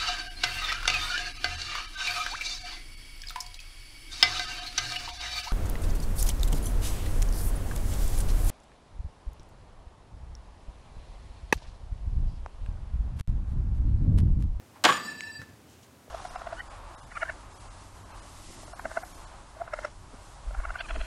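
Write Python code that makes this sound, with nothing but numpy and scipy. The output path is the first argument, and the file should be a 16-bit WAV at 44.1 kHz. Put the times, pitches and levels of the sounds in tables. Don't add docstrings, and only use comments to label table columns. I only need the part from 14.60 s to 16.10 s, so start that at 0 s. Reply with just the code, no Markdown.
import sys
import numpy as np
from scipy import signal
from scipy.fft import rfft, irfft
from scipy.io import wavfile
from scipy.ndimage import map_coordinates

SR = 44100
rng = np.random.default_rng(int(sys.argv[2]) if len(sys.argv) > 2 else 0)


def log_audio(samples):
    frames = np.atleast_2d(samples).T
    limited = np.clip(frames, -1, 1)
    pcm = np.round(limited * 32767).astype(np.int16)
    wavfile.write(sys.argv[1], SR, pcm)


N = 66150

# time in seconds, flat level in dB, edge level in dB.
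FACING = [(.25, -6.5, 1.5), (.36, 0, -5), (.425, -7.5, -3), (.45, -2, 5), (.485, 3, -1.5), (.525, 1, -5),
          (.55, -2, -2), (.635, 3, 2), (.66, 3, 3.5), (.678, 8.5, -8), (.708, 5, -2), (.725, -3, 10),
          (.755, 6.5, 10), (.78, -2.5, 9.5), (.80, 6.5, -0.5)]
FENCE_LAG_S = 0.029


def undb(db):
    return 10 ** (np.asarray(db) / 20)


def since(start_s):
    return np.maximum(np.arange(N) / SR - start_s, 0)


def decay(start_s, t60_s, rise_s):
    age_s = since(start_s)
    return (1 - np.exp(-age_s / rise_s)) * np.exp(-np.log(1000) * age_s / t60_s)


def octaves_from_1khz():
    bin_hz = np.arange(N // 2 + 1) * SR / N
    return np.log2(np.maximum(bin_hz, 1) / 1000)


def noise(points, tilt_db=0):
    hz, db = np.array(points, float).T
    octave = octaves_from_1khz()
    gain = undb(np.interp(octave, np.log2(hz / 1000), db) + tilt_db * octave)
    x = irfft(gain * np.exp(2j * np.pi * rng.random(len(gain))), N)
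    return x / x.std()


def burst(x, start_s, t60_s, damp, rise_s):
    octave = np.clip(octaves_from_1khz(), -4, 4)
    spectrum, out = rfft(x), 0
    for k in range(-4, 5):
        band = irfft(spectrum * np.maximum(1 - abs(octave - k), 0), N)
        half_cycle_s = 0.5 / (1000 * 2.0 ** k)
        out = out + band * decay(start_s, t60_s * 2 ** (-damp * k), rise_s + half_cycle_s)
    return out


def ring(modes, start_s, rise_s, scatter=0):
    out = 0
    for hz, db, t60_s in modes:
        cycles = hz * since(start_s) + scatter * rng.random()
        out = out + undb(db) * decay(start_s, t60_s, rise_s) * np.sin(2 * np.pi * cycles)
    return out


def walk(per_s):
    knots = rng.standard_normal(2000)
    return map_coordinates(knots, [np.arange(N) / SR * per_s], mode="mirror")


def echo(x, lag_s, db):
    return undb(db) * np.interp(np.arange(N) - lag_s * SR, np.arange(N), x, left=0)


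def target():
    # start in seconds, level in dB, tilt in dB per octave.
    blows = [(.239, -16, 8.5), (0.2421, -12, 2), (.2496, -9.5, 4.5), (.2523, -7, 1.5), (.262, -22, 1),
             (.2875, -21.5, 2), (0.2919, -20, 0), (.299, -23.5, -0.5)]
    # frequency in Hz, relative density in dB per Hz.
    crack = [(50, -42), (110, -10), (220, -8), (320, 1.5), (450, -5), (1100, 3), (2200, -4), (3200, -5.5),
             (5000, -12), (5900, -18.5), (6800, -16), (9000, -27.5), (15000, -45)]
    # frequency in Hz, relative level in dB, t60 in seconds.
    board = [(193.5, -17.5, 0.39), (241, -7.5, 0.16), (316, -4, 0.083), (506.5, -10.5, .3),
             (626, -1.5, 0.12), (721, -1, 0.13), (827, -12, 0.27), (930, -9, .16), (1339, -30, 0.24),
             (1511, -6, 0.22), (1577, -11, 0.35), (1640, -3, .24), (3087, -7, 0.12), (3280, -13, .27)]
    # frequency in Hz, relative level in dB, t60 in seconds.
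    clang_modes = [(1073, -7, 0.17), (1123, -13, 0.48), (1149, -2, 0.076), (1175, -9, 0.51),
                   (1209, -10, 0.47), (1240, -14, 0.26)]
    board_db = -22.5
    slap_hz, slap_t60_s = 1130, 0.08

    out, loudest_db = 0, max(db for _, db, _ in blows)
    for start_s, db, tilt_db in blows:
        out = out + undb(db) * burst(noise(crack, tilt_db), start_s, t60_s=0.058, damp=0.42, rise_s=0.0006)
        board_gain = undb(board_db + db - loudest_db)
        out = out + board_gain * ring(board, start_s, rise_s=0.0002, scatter=0.97)
    slap = undb(-11) * ring([(slap_hz, 0, slap_t60_s)], start_s=0.289, rise_s=0.0015)
    clang = undb(-19.5) * ring(clang_modes, start_s=0.286, rise_s=0.007, scatter=1)
    return out + slap + clang


def spinning(modes, free_s, facing_db, quarter_turns):
    roll_hz, roll_floor = 13.65, 0.26
    edge_on_s = 0.503
    wobble_turns, wobble_per_s = 0.11, 13.96
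    tumble_hz, swing_m, sound_m_per_s = 3.585, 0.032, 343
    fence_db = -8

    t, out = np.arange(N) / SR, 0
    paths = [(0, 0, quarter_turns / 4), (FENCE_LAG_S, fence_db, rng.random())]
    for lag_s, path_db, angle_turns in paths:
        age_s = since(free_s + lag_s)
        for hz, db, t60_s in modes:
            tumble, phase = 2 * np.pi * rng.random(2)
            turns = roll_hz * (t - edge_on_s) + angle_turns + wobble_turns * walk(wobble_per_s)
            doppler_s = swing_m / sound_m_per_s * np.sin(2 * np.pi * tumble_hz * age_s + tumble)
            lobes = np.sin(2 * np.pi * turns) + 1j * roll_floor
            tone = np.real(lobes * np.exp(1j * (2 * np.pi * hz * (age_s + doppler_s) + phase)))
            out = out + undb(db + path_db) * decay(free_s + lag_s, t60_s, rise_s=0.0032) * tone
    return out * undb(np.interp(t, np.array(FACING)[:, 0], facing_db))


def blade():
    # frequency in Hz, relative level in dB, free t60 in seconds.
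    flat_modes = [(936, -27.5, 5.8), (1759, 2, 2.13), (2558, -21, 3.6), (2720, -19.5, 3.2),
                  (3958, -12.5, 1.77), (5380, -11, 1.4), (7000, -0.5, 0.71), (8160, -13.5, 1.3),
                  (8861, -5.5, 0.52), (10907, -11.5, 0.49), (11700, -22.5, .65), (13130, -17, 0.3),
                  (13900, -24, 1.1), (14400, -23, .25), (15550, -28, 0.27)]
    # frequency in Hz, relative level in dB, free t60 in seconds.
    edge_modes = [(4722, 1, 1.87), (7762, -3, 1.53), (11950, -4.5, 0.77)]
    free_s, grass_s, grass_t60_s = 0.25, 0.792, 0.36

    _, flat_db, edge_db = np.array(FACING).T
    flat = undb(-31) * spinning(flat_modes, free_s, flat_db, quarter_turns=0)
    edge = undb(-39.5) * spinning(edge_modes, free_s, edge_db, quarter_turns=0.99)
    return (flat + edge) * np.exp(-np.log(1000) * since(grass_s) / grass_t60_s)


def lawn():
    # start in seconds, thud level in dB, brush level in dB.
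    landings = [(0.791, -44.5, -53), (0.8158, -41, -43), (.889, -49.5, -55.5), (.932, -49, -59.5)]
    # frequency in Hz, relative density in dB per Hz.
    thud_spectrum = [(30, -32), (70, -19), (105, 9.5), (170, -8), (270, -13.5), (500, -14.5), (1200, -49),
                     (4000, -60)]
    # frequency in Hz, relative density in dB per Hz.
    brush_spectrum = [(200, 1), (1000, -7.5), (1700, 6), (2600, -11.5), (7000, -12), (15000, -29)]
    # frequency in Hz, relative level in dB, t60 in seconds.
    turf_modes = [(100, 4, 0.12), (130.5, -7.5, 0.11), (260.5, -3, 0.066)]
    turf_db = 0.5

    out = 0
    for start_s, thud_db, brush_db in landings:
        thud = noise(thud_spectrum) * decay(start_s, t60_s=0.18, rise_s=0.0014)
        thud = thud + undb(turf_db) * ring(turf_modes, start_s, rise_s=0.00065)
        brush = noise(brush_spectrum) * decay(start_s, t60_s=0.088, rise_s=0.00031)
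        out = out + undb(thud_db) * thud + undb(brush_db) * brush
    return out


def small_sounds():
    # frequency in Hz, relative level in dB, t60 in seconds.
    tick_modes = [(2240, 5, 0.0049), (2630, 6.5, 0.0033), (4000, -2, 0.0052), (6470, -5, 0.0075),
                  (8800, -6.5, 0.0035)]
    # frequency in Hz, relative level in dB, t60 in seconds.
    knock_modes = [(600, 2.5, .016), (486, 1.5, .02), (300, -15, 0.045)]
    # start in seconds, level in dB, rise in seconds, t60 in seconds.
    rustle_rows = [(1.07, -54, 0.041, 0.5), (1.225, -54, .004, 0.098)]
    # frequency in Hz, relative density in dB per Hz.
    dry_grass = [(1000, -17), (2200, -14), (2700, 0), (3300, -1), (4500, -4), (6300, 0.5), (9000, -8.5),
                 (15000, -21)]
    grain_db, grain_per_s = 2, 300

    tick = undb(-22) * ring(tick_modes, start_s=0.6073, rise_s=0.00051)
    grain = noise(dry_grass) * undb(grain_db * walk(grain_per_s))
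    rustles = grain * sum(undb(db) * decay(start_s, t60_s, rise_s)
                          for start_s, db, rise_s, t60_s in rustle_rows)
    knock = undb(-42.5) * ring(knock_modes, start_s=1.4795, rise_s=0.0011)
    return tick + echo(tick, FENCE_LAG_S, db=-15) + rustles + knock


def swish():
    # centre in seconds, level in dB, centre in Hz, 1/e half-length in seconds.
    swishes = [(0.166, -55, 960, 0.022), (0.227, -57.5, 650, 0.046)]
    skirt_db = -20

    t, out = np.arange(N) / SR, 0
    for centre_s, db, hz, length_s in swishes:
        spectrum = [(hz / 4, skirt_db), (hz, 0), (hz * 4, skirt_db), (SR / 2, 2 * skirt_db)]
        swell = np.exp(-((t - centre_s) / length_s) ** 2)
        out = out + undb(db) * swell * noise(spectrum)
    return out


def reflections(blow):
    # lag after the blow in seconds, level in dB.
    echoes = [(.036, -24.5), (.076, -22), (.118, -26.5)]
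    return sum(echo(blow, lag_s, db) for lag_s, db in echoes)


def yard():
    # frequency in Hz, relative density in dB per Hz.
    near_spectrum = [(60, -29), (130, -10), (200, -1.5), (400, -20), (700, -10), (1200, 6.5), (2200, -1),
                     (3200, 1), (4500, -10), (7000, -13.5), (10000, -35), (15000, -40)]
    # frequency in Hz, relative density in dB per Hz.
    far_spectrum = [(60, -10), (230, 12.5), (450, 2.5), (1200, -2), (2400, -4.5), (4300, -5.5),
                    (6700, -15.5), (10000, -26), (15000, -45)]
    start_s, near_db, far_db = 0.2604, -21.5, -38
    grain_db, grain_per_s = 3, 320

    near = burst(noise(near_spectrum), start_s, t60_s=0.44, damp=0.13, rise_s=0.0083)
    near = near * undb(near_db + grain_db * walk(grain_per_s))
    far = undb(far_db) * noise(far_spectrum) * decay(start_s, t60_s=1.38, rise_s=0.05)
    return near + far


def hush():
    # frequency in Hz, relative density in dB per Hz.
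    hush_spectrum = [(20, 2), (45, -9), (90, 5.5), (150, -7.5), (260, -3.5), (450, -10), (900, -13),
                     (2000, -19.5), (4000, -24.5), (7000, -25), (12000, -28.5), (16000, -34)]
    return undb(-54) * noise(hush_spectrum)


def scene():
    blow = target()
    knife = blow + blade() + lawn() + swish()
    surroundings = reflections(blow) + yard() + hush()
    return (knife + small_sounds() + surroundings)[None]


def record(dry):
    low_cut_hz, top_hz = 77, 15850
    thin = signal.sosfilt(signal.butter(3, low_cut_hz, "high", fs=SR, output="sos"), dry)
    top_cut = signal.ellip(10, 0.2, 70, top_hz, fs=SR, output="sos")
    return signal.sosfilt(top_cut, np.tanh(thin))


dry = scene()
out = record(dry)
log_audio(out)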